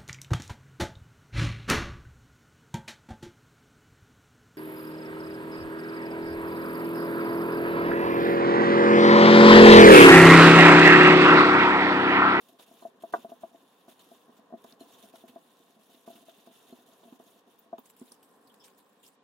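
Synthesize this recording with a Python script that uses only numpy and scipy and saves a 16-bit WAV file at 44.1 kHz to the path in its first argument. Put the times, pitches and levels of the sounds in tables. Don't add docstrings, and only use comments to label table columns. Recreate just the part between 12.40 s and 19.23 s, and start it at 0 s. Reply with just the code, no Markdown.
import sys
import numpy as np
from scipy import signal
from scipy.fft import rfft, irfft
from scipy.io import wavfile
from scipy.ndimage import uniform_filter1d

SR = 44100
rng = np.random.default_rng(int(sys.argv[2]) if len(sys.argv) > 2 else 0)


def generate_wav(signal):
    frames = np.transpose(np.atleast_2d(signal))
    scaled = np.clip(frames, -1, 1) * 32767
    pcm = np.round(scaled).astype(np.int16)
    wavfile.write(sys.argv[1], SR, pcm)


N = 301203
TIME, FREQS = np.arange(N) / SR, np.fft.rfftfreq(N, 1 / SR)

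# start_s, length_s, effort_db, extra_pressure_db
PUSHES = [(0.0, 0.1, -68, -2.5), (0.1, 0.08, -74, -4), (0.183, 0.051, -62, 0), (0.25, 0.24, -68, 0),
          (0.595, 0.11, -69.5, 0), (0.72, 0.12, -67, 1.5), (0.84, 0.17, -72.5, -3.5),
          (0.885, 0.036, -66, -0.5), (0.995, 0.11, -72, 0), (1.12, 0.86, -74.5, 0.5),
          (1.475, 0.046, -61.5, 0), (1.585, 0.2, -68, -1), (1.77, 0.12, -72.5, -2.5),
          (1.96, 0.021, -66.5, 0), (2.165, 0.076, -74, 1), (2.255, .07, -67, 1.5), (2.39, 0.31, -67, -1.5),
          (2.615, .045, -63, -1), (2.72, 0.11, -66.5, -1), (2.875, 0.017, -59.5, 2),
          (2.84, 0.52, -72.5, -1), (3.385, 0.26, -70, -6), (3.488, 0.061, -65.5, 0),
          (3.655, 0.17, -65.5, -1.5), (3.845, 0.25, -69.5, 2), (4.105, 0.33, -67.5, -0.5),
          (4.45, .31, -69.5, -1.5), (4.785, 0.21, -69, -2.5), (5.06, 0.19, -75, -1)]
# start_s, length_s, effort_db, extra_pressure_db
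RESTING_CONTACT = [(0, 5.7, -82.5, -2.7)]
# time_s, thud_db, bowl_db, clack_db
BLOWS = [(0.194, -71, -63.5, -62), (0.311, -61, -59.5, -74), (0.422, -58, -53.5, -59.5),
         (0.45, -52.5, -39, -69), (0.635, -51, -39.5, -59.5), (0.7364, -48.5, -28.5, -32),
         (0.785, -53.5, -69, -74), (0.845, -50, -42, -61), (0.892, -61, -57, -68),
         (0.917, -51.5, -44.5, -63), (1.033, -52.5, -39.5, -57.5), (1.144, -57.5, -54.5, -80),
         (1.479, -54.5, -58, -65), (1.713, -57.5, -53.5, -78), (1.892, -57, -87, -66),
         (2.103, -78, -59, -73), (2.123, -50, -47.5, -70), (2.1355, -44.5, -42, -77),
         (2.243, -55, -56, -59.5), (2.408, -48.5, -54, -82), (2.635, -58.5, -59, -81),
         (2.737, -58, -52.5, -81), (2.837, -53, -54, -83), (2.892, -56.5, -89, -87),
         (2.958, -54.5, -46.5, -68.5), (3.675, -50, -48.5, -59), (3.7, -56, -50, -86),
         (3.752, -59, -66, -75), (3.882, -60, -54, -71), (4.071, -55.5, -57, -70), (4.3245, -48, -58, -83),
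         (4.631, -65.5, -63, -67), (4.723, -50, -73, -65), (4.797, -55.5, -57, -66),
         (5.328, -49.5, -37.5, -56), (5.383, -51.5, -67, -60), (5.6135, -45, -68, -68),
         (5.716, -61, -78, -64)]
# pitch_hz, level_db, t60_s, left_over_right_db, left_lead_rad
TABLE_MODES = [(145, -15.5, 0.044, 2, 0.41), (247.4, 4.5, 0.093, -1, -0.15), (354, 4.5, 0.059, -1.5, -0.73),
               (447, 6.5, 0.027, -14, 0.35)]
# pitch_hz, level_db, t60_s, left_over_right_db, left_lead_rad
BOWL_MODES = [(596, -11, .06, -1, 1.5), (678, 0, .105, 4, .6), (722, -17, .06, 0, -.1),
              (835, -9, .028, -4, 0), (1040, -10, .022, -4, 1.5)]
ROCK_S, SETTLED_SHARE = .0185, .45


def amp(db):
    return 10 ** (np.asarray(db) / 20)


def unit(x):
    return x / np.sqrt(np.mean(x ** 2) + 1e-20)


def read(points, hz):
    f, value = np.transpose(points)
    return np.interp(np.log(hz + 1), np.log(f), value)


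def add(mix, start_s, sound):
    part = mix[:, max(round(start_s * SR), 0):][:, :sound.shape[1]]
    part += sound[:, :part.shape[1]]


def colour(x, spectrum):
    return irfft(rfft(x) * unit(amp(read(spectrum, FREQS))), N)


def noise_pair(correlation):
    common, independent = rfft(rng.standard_normal((2, N)))
    c = np.clip(correlation, -1, 1)
    return irfft(np.array([common, c * common + np.sqrt(1 - c ** 2) * independent]), N)


def wander(hz):
    return unit(irfft(rfft(rng.standard_normal(N)) / (1 + (FREQS / hz) ** 4), N))


def grains(per_s, spread_db, clump_db, clump_hz, correlation):
    sizes = amp(spread_db * np.minimum(rng.exponential(1, N), 5))
    arrivals = rng.random(N) < per_s / SR
    burst = np.exp(-np.arange(100) / 9)
    power = np.convolve((sizes * arrivals) ** 2, burst)[:N]
    return unit(noise_pair(correlation) * np.sqrt(power) * amp(clump_db * wander(clump_hz)))


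def gestures(moves, attack_s=0.012, release_s=0.018, sag_db=1.8):
    out = np.zeros(N)
    for start, length, db, *_ in moves:
        t = TIME - start
        swell = np.clip(t / attack_s, 0, 1)
        fade = np.exp(-np.maximum(t - length, 0) / release_s)
        out = np.maximum(out, swell * fade * amp(db - sag_db * np.clip(t / length, 0, 1)))
    return out


def bursts(events, rise_s):
    out = np.zeros(N)
    for s, db, decay_s in events:
        t = np.maximum(TIME - s + rise_s, 0)
        out += amp(db) * (1 - np.exp(-t / rise_s)) * np.exp(-t / max(decay_s, .001))
    return out


def kitchen_noise(murk_db=-64.48, air_db=-77, swell_db=1.55):
    # frequency_hz, density_db
    murk_spectrum = [(18, -88), (30, -33), (136, -14.5), (189, -3), (302, -0.5), (329, -10), (392, -1.5),
                     (482, -1), (604, -7.5), (648, -10), (694, -4), (885, -8), (1070, -2.5), (1250, -13.5),
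                     (1900, -15), (2470, -97), (4180, -120)]
    # frequency_hz, correlation
    coherence = [(40, 0.69), (130, 1), (300, 0.82), (640, 0.77), (1400, 0.46), (3000, 0)]
    air_spectrum = [(1000, -7), (2300, 7.5), (3600, 8.0), (4500, 1.5), (9000, -8.0), (15000, -42.0)]
    murk = colour(noise_pair(read(coherence, FREQS)), murk_spectrum) * amp(swell_db * wander(0.56))
    air = colour(noise_pair(0), air_spectrum)
    return amp(murk_db) * murk + amp(air_db) * air


def moving_contact(x, patchy_db):
    spectra = signal.stft(x, SR, nperseg=256)[2]
    patches = rng.standard_normal(spectra.shape[1:])
    for size, axis in ((4, 0), (6, 0), (4, 1), (6, 1)):
        patches = uniform_filter1d(patches, size, axis)
    return signal.istft(spectra * amp(patchy_db * unit(patches)), SR, nperseg=256)[1][:, :N]


def bowl_resonance(x):
    # centre_hz, width_hz, lift_db
    peaks = [(671, 61, 15), (2660, 60, 4.5), (3610, 140, 3.5), (4155, 80, 2.5), (5740, 140, 3.5),
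             (6600, 270, 5.5), (10900, 700, 3)]
    lift_db = sum(db / (1 + (2 * (FREQS - hz) / width) ** 2) for hz, width, db in peaks)
    return irfft(rfft(x) * amp(lift_db), N)


def crumbs(hiss_db=1.24, grind_db=-1.0, crunch_db=-5, crunch_hiss_db=-6):
    # time_s, level_db, decay_s
    crunches = [(0.0862, -56.5, 0.0098), (0.197, -58, 0.0073), (0.6225, -47, 0.0038),
                (0.7257, -49.5, 0.0071), (0.7355, -57, 0.015), (1.0101, -64.5, 0.021),
                (1.593, -59.5, 0.012), (2.2408, -51, 0.0073), (2.405, -61, 0.006), (2.586, -58, 0.0051),
                (2.7567, -50, 0.0079), (3.755, -59.5, 0.021), (3.895, -53, 0.0053), (4.064, -57, 0.0079),
                (5.3815, -56, 0.0097)]
    # frequency_hz, density_db
    hiss_spectrum = [(2200, -12), (3000, 5), (4500, -2.5), (5200, -3.5), (5700, 0.5), (6150, -5),
                     (6700, 0.5), (7300, -2.5), (9500, -0.5), (11000, 0.5), (13500, 0), (15700, -2.5)]
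    grind_spectrum = [(200, -17.5), (1000, -4), (1900, -8.5), (2400, -8.5), (2750, -2.5), (3200, -2),
                      (3700, 1), (4100, -8.5), (4800, -11.5), (9000, -39)]
    moves = PUSHES + RESTING_CONTACT
    uneven = amp(.9 * wander(14))
    effort = uneven * gestures(moves)
    pressure = uneven * gestures([(s, length, db + press) for s, length, db, press in moves])
    slips = bursts(crunches, rise_s=0.0012)
    fine = grains(per_s=9000, spread_db=1.0, clump_db=.8, clump_hz=60, correlation=0.38)
    coarse = grains(per_s=110, spread_db=2, clump_db=2, clump_hz=20, correlation=0.38)
    pressed = grains(per_s=5500, spread_db=0, clump_db=1.5, clump_hz=49.3, correlation=0.42)
    hiss = (fine + .42 * coarse) * (amp(hiss_db) * effort + amp(crunch_hiss_db) * slips)
    grind = pressed * (amp(grind_db) * pressure + amp(crunch_db) * slips)
    rubbing = colour(hiss, hiss_spectrum) + colour(grind, grind_spectrum)
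    return bowl_resonance(moving_contact(rubbing, patchy_db=1.9))


def scuffs(scuff_db=-19.5, roll_db=-2, lead_s=.007, decay_s=.014):
    # frequency_hz, density_db
    rub_spectrum = [(30, -46), (100, -12.5), (230, 0.5), (450, 1), (560, -5), (680, 0), (800, -6),
                    (1100, -14), (1500, -10.5), (2500, -46)]
    slides = bursts([(s - lead_s, max(thud, bowl), decay_s) for s, thud, bowl, _ in BLOWS], rise_s=0.0046)
    rolling = gestures(PUSHES + RESTING_CONTACT)
    return colour(noise_pair(0.84), rub_spectrum) * (amp(scuff_db) * slides + amp(roll_db) * rolling)


def softened(modes, cutoff_hz):
    return [(hz, db - 10 * np.log10(1 + (hz / cutoff_hz) ** 8), *rest) for hz, db, *rest in modes]


def ring(modes, rise_s, detune, pitch=1, droop=0, settled=SETTLED_SHARE, bass_lag=0):
    t = np.arange(SR // 6) / SR
    side = np.array([[.5], [-.5]])
    out = np.zeros((2, len(t)))
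    glide = pitch * (1 - droop * (1 - np.exp(-(t / ROCK_S) ** 2)))
    clock = np.cumsum(glide) / SR
    for k, (hz, db, t60, pan_db, lead) in enumerate(modes):
        phase = 2 * np.pi * hz * (1 + detune * rng.standard_normal()) * clock
        attack = 1 - np.exp(-(t / rise_s * (hz / modes[0][0]) ** bass_lag) ** 2)
        decay = np.exp(-np.log(1000) * t / t60)
        out += (-1) ** k * amp(db + side * pan_db) * attack * decay * np.sin(phase + side * lead)
    out *= settled + (1 - settled) / (1 + (t / ROCK_S) ** 10)
    return out / np.sqrt(np.mean(out[:, :SR // 50] ** 2))


def knocks(bowl_db=0.5, clack_db=3.0, lead_s=0.0018, soft_db=-58, stiff_db=-31.5):
    # pitch_hz, level_db, t60_s, left_over_right_db, left_lead_rad
    clack_modes = [(345, -3, .07, -4, -.5), (458, 1, .07, -3, 1.5), (605, -1.5, .055, 0, .5),
                   (840, -1, .05, -2, -.9), (1016, 2.5, .06, -8, 1.3), (1105, -3, .04, -4, 2.4),
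                   (1215, 2.5, .06, -3, 1.6), (1390, -7, .04, 0, 1), (1520, -6, .085, 7, .5),
                   (1610, -8.5, .075, -3, .8), (1840, -12, .045, 0, -1.2), (1970, -11, .04, 0, -1.2),
                   (2170, -19, .03, 0, 2), (2400, -24, .025, 0, 1)]
    out = np.zeros((2, N))
    for s, thud, bowl, clack in BLOWS:
        clack_cutoff_hz = 1100 * 2 ** (max(clack - soft_db, 0) / 22)
        thud_cutoff_hz = 410 * 2 ** ((bowl - thud) / 50)
        squeeze = amp(clack - stiff_db)
        rocking = ring(BOWL_MODES, rise_s=.0055, detune=.004, pitch=1 + .03 * squeeze, droop=.03,
                       settled=SETTLED_SHARE / (1 + squeeze))
        thudding = ring(softened(TABLE_MODES, thud_cutoff_hz), rise_s=0.0054, detune=0.04)
        clacking = ring(softened(clack_modes, clack_cutoff_hz), rise_s=.0085, detune=.006,
                        droop=.1, bass_lag=.45)
        blow = amp(thud) * thudding + amp(bowl + bowl_db) * rocking + amp(clack + clack_db) * clacking
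        add(out, s - lead_s, blow)
    return out


def nudges(per_s=9.9, level_db=-65.5, spread_db=1.9, bowl_db=-2):
    out, tries = np.zeros((2, N)), 100
    activity = np.sqrt(gestures(PUSHES))
    odds = activity / np.mean(activity) * per_s * TIME[-1] / tries
    timings, strengths = rng.random((tries, 2)), rng.standard_normal((tries, 2))
    for (place, chance), (thud, bowl) in zip(timings, strengths):
        thudding = ring(softened(TABLE_MODES, cutoff_hz=336), rise_s=0.0044, detune=0.072)
        rocking = ring(BOWL_MODES, rise_s=0.0082, detune=0.011)
        bump = amp(spread_db * thud) * thudding + amp(bowl_db + spread_db * bowl) * rocking
        if chance < odds[int(place * N)]:
            add(out, place * TIME[-1], amp(level_db) * bump)
    return out


def pings():
    # pitch_hz, level_db, t60_s, left_over_right_db, left_lead_rad
    glass_modes = [(3030, 7, 0.046, 4, 0.88), (4170, 12.5, 0.057, -2, -0.89), (7000, 3, .04, 0, 0),
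                   (10860, 6, 0.046, 2, 0.91)]
    # start_s, level_db
    strikes = [(.199, -87), (0.423, -68), (1.592, -68), (2.406, -59.5), (4.324, -69)]
    out = np.zeros((2, N))
    for s, db in strikes:
        add(out, s, amp(db) * ring(glass_modes, rise_s=0.00053, detune=0.0024))
    return out


def glove_snaps(stereo_width=0.91):
    # start_s, level_db, centre_hz, width_hz, rise_s
    snaps = [(2.323, -54.5, 4770, 2970, 0.0018), (5.190, -55.5, 14800, 2500, 0.0037),
             (5.3808, -60, 3070, 1200, 0.002), (5.382, -47, 1050, 600, 0.0012),
             (5.455, -60.5, 9600, 5000, 0.0053), (5.390, -54, 14700, 3000, 0.0037),
             (5.5655, -51, 14000, 2500, 0.00063), (5.596, -55.5, 8800, 4450, 0.0015),
             (5.719, -50, 9800, 3120, 0.0026), (5.719, -51, 5300, 2000, 0.0015),
             (6.095, -64, 3250, 600, 0.0067), (6.196, -64.5, 5260, 800, 0.012),
             (6.203, -66, 3280, 700, 0.014)]
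    out, t = np.zeros((2, N)), np.arange(SR // 10) / SR
    freqs = np.fft.rfftfreq(len(t), 1 / SR)
    for s, db, hz, width, rise in snaps:
        band = 1 / (1 + (2 * (freqs - hz) / width) ** 4)
        mid, side = rfft(rng.standard_normal((2, len(t)))) * band
        buzz = unit(irfft(np.array([mid + stereo_width * side, mid - stereo_width * side]), len(t)))
        envelope = t / rise * np.exp(1 - t / rise)
        add(out, s, amp(db) * buzz * envelope)
    return out


def glove_rustle(crinkle_db=-3):
    # start_s, length_s, effort_db
    reaches = [(5.43, 0.078, -64.5), (5.555, 0.198, -65), (5.81, 0.14, -72.5), (6.232, 0.068, -63),
               (6.365, 0.044, -63.5), (6.625, 0.058, -59.5)]
    stirring = [(5.385, 1.367, -74.5)]
    # time_s, level_db, decay_s
    crinkles = [(5.5, -51, 0.0053), (5.829, -55.5, 0.012), (6.0736, -60, 0.015), (6.143, -53, 0.005),
                (6.2384, -53, 0.022), (6.2794, -68, 0.0073), (6.6304, -63, 0.012), (6.68, -51, 0.006)]
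    # frequency_hz, density_db
    film_spectrum = [(500, -7), (2300, -2), (3600, 2), (4300, -1), (5300, -1.5), (6400, -4), (7600, 2),
                     (9100, 0), (10000, 1), (11000, 0.5), (13000, -1), (15700, -1.5)]
    creases = grains(per_s=4700, spread_db=-1.3, clump_db=1.8, clump_hz=70.0, correlation=0.24)
    flexing = gestures(reaches + stirring, attack_s=0.018, release_s=0.009, sag_db=0)
    creases *= flexing + amp(crinkle_db) * bursts(crinkles, rise_s=0.0023)
    return moving_contact(colour(creases, film_spectrum), patchy_db=3.5)


def room(x, delay_s=0.0081):
    # frequency_hz, t60_s
    decay_times = [(200, 0.11), (700, 0.11), (3000, 0.061), (12000, 0.082)]
    hz, t, spectra = signal.stft(rng.standard_normal((2, SR // 2)), SR, nperseg=256)
    decay = np.exp(-np.log(1000) * t / read(decay_times, hz)[:, None])
    tail = signal.istft(spectra * decay, SR, nperseg=256)[1]
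    tail *= np.clip(np.arange(tail.shape[1]) / SR / delay_s - 1, 0, 1)
    return signal.fftconvolve(x, tail / np.linalg.norm(tail[0]), axes=1)[:, :N]


def scene():
    blows = knocks() + nudges() + scuffs()
    rustle = crumbs() + pings() + glove_rustle() + glove_snaps()
    rustle *= amp([[-.4], [.4]])
    return blows + amp(-19) * room(blows) + rustle + amp(-14) * room(rustle) + kitchen_noise()


def record(dry):
    bass_cut_hz, edge_hz = 90, 15900
    thin = signal.sosfilt(signal.butter(2, bass_cut_hz, "high", fs=SR, output="sos"), dry)
    low_pass = signal.firwin(511, edge_hz, window=("kaiser", 9), fs=SR)
    return signal.oaconvolve(thin, low_pass[None], "same")


dry = scene()
out = record(dry)
generate_wav(out)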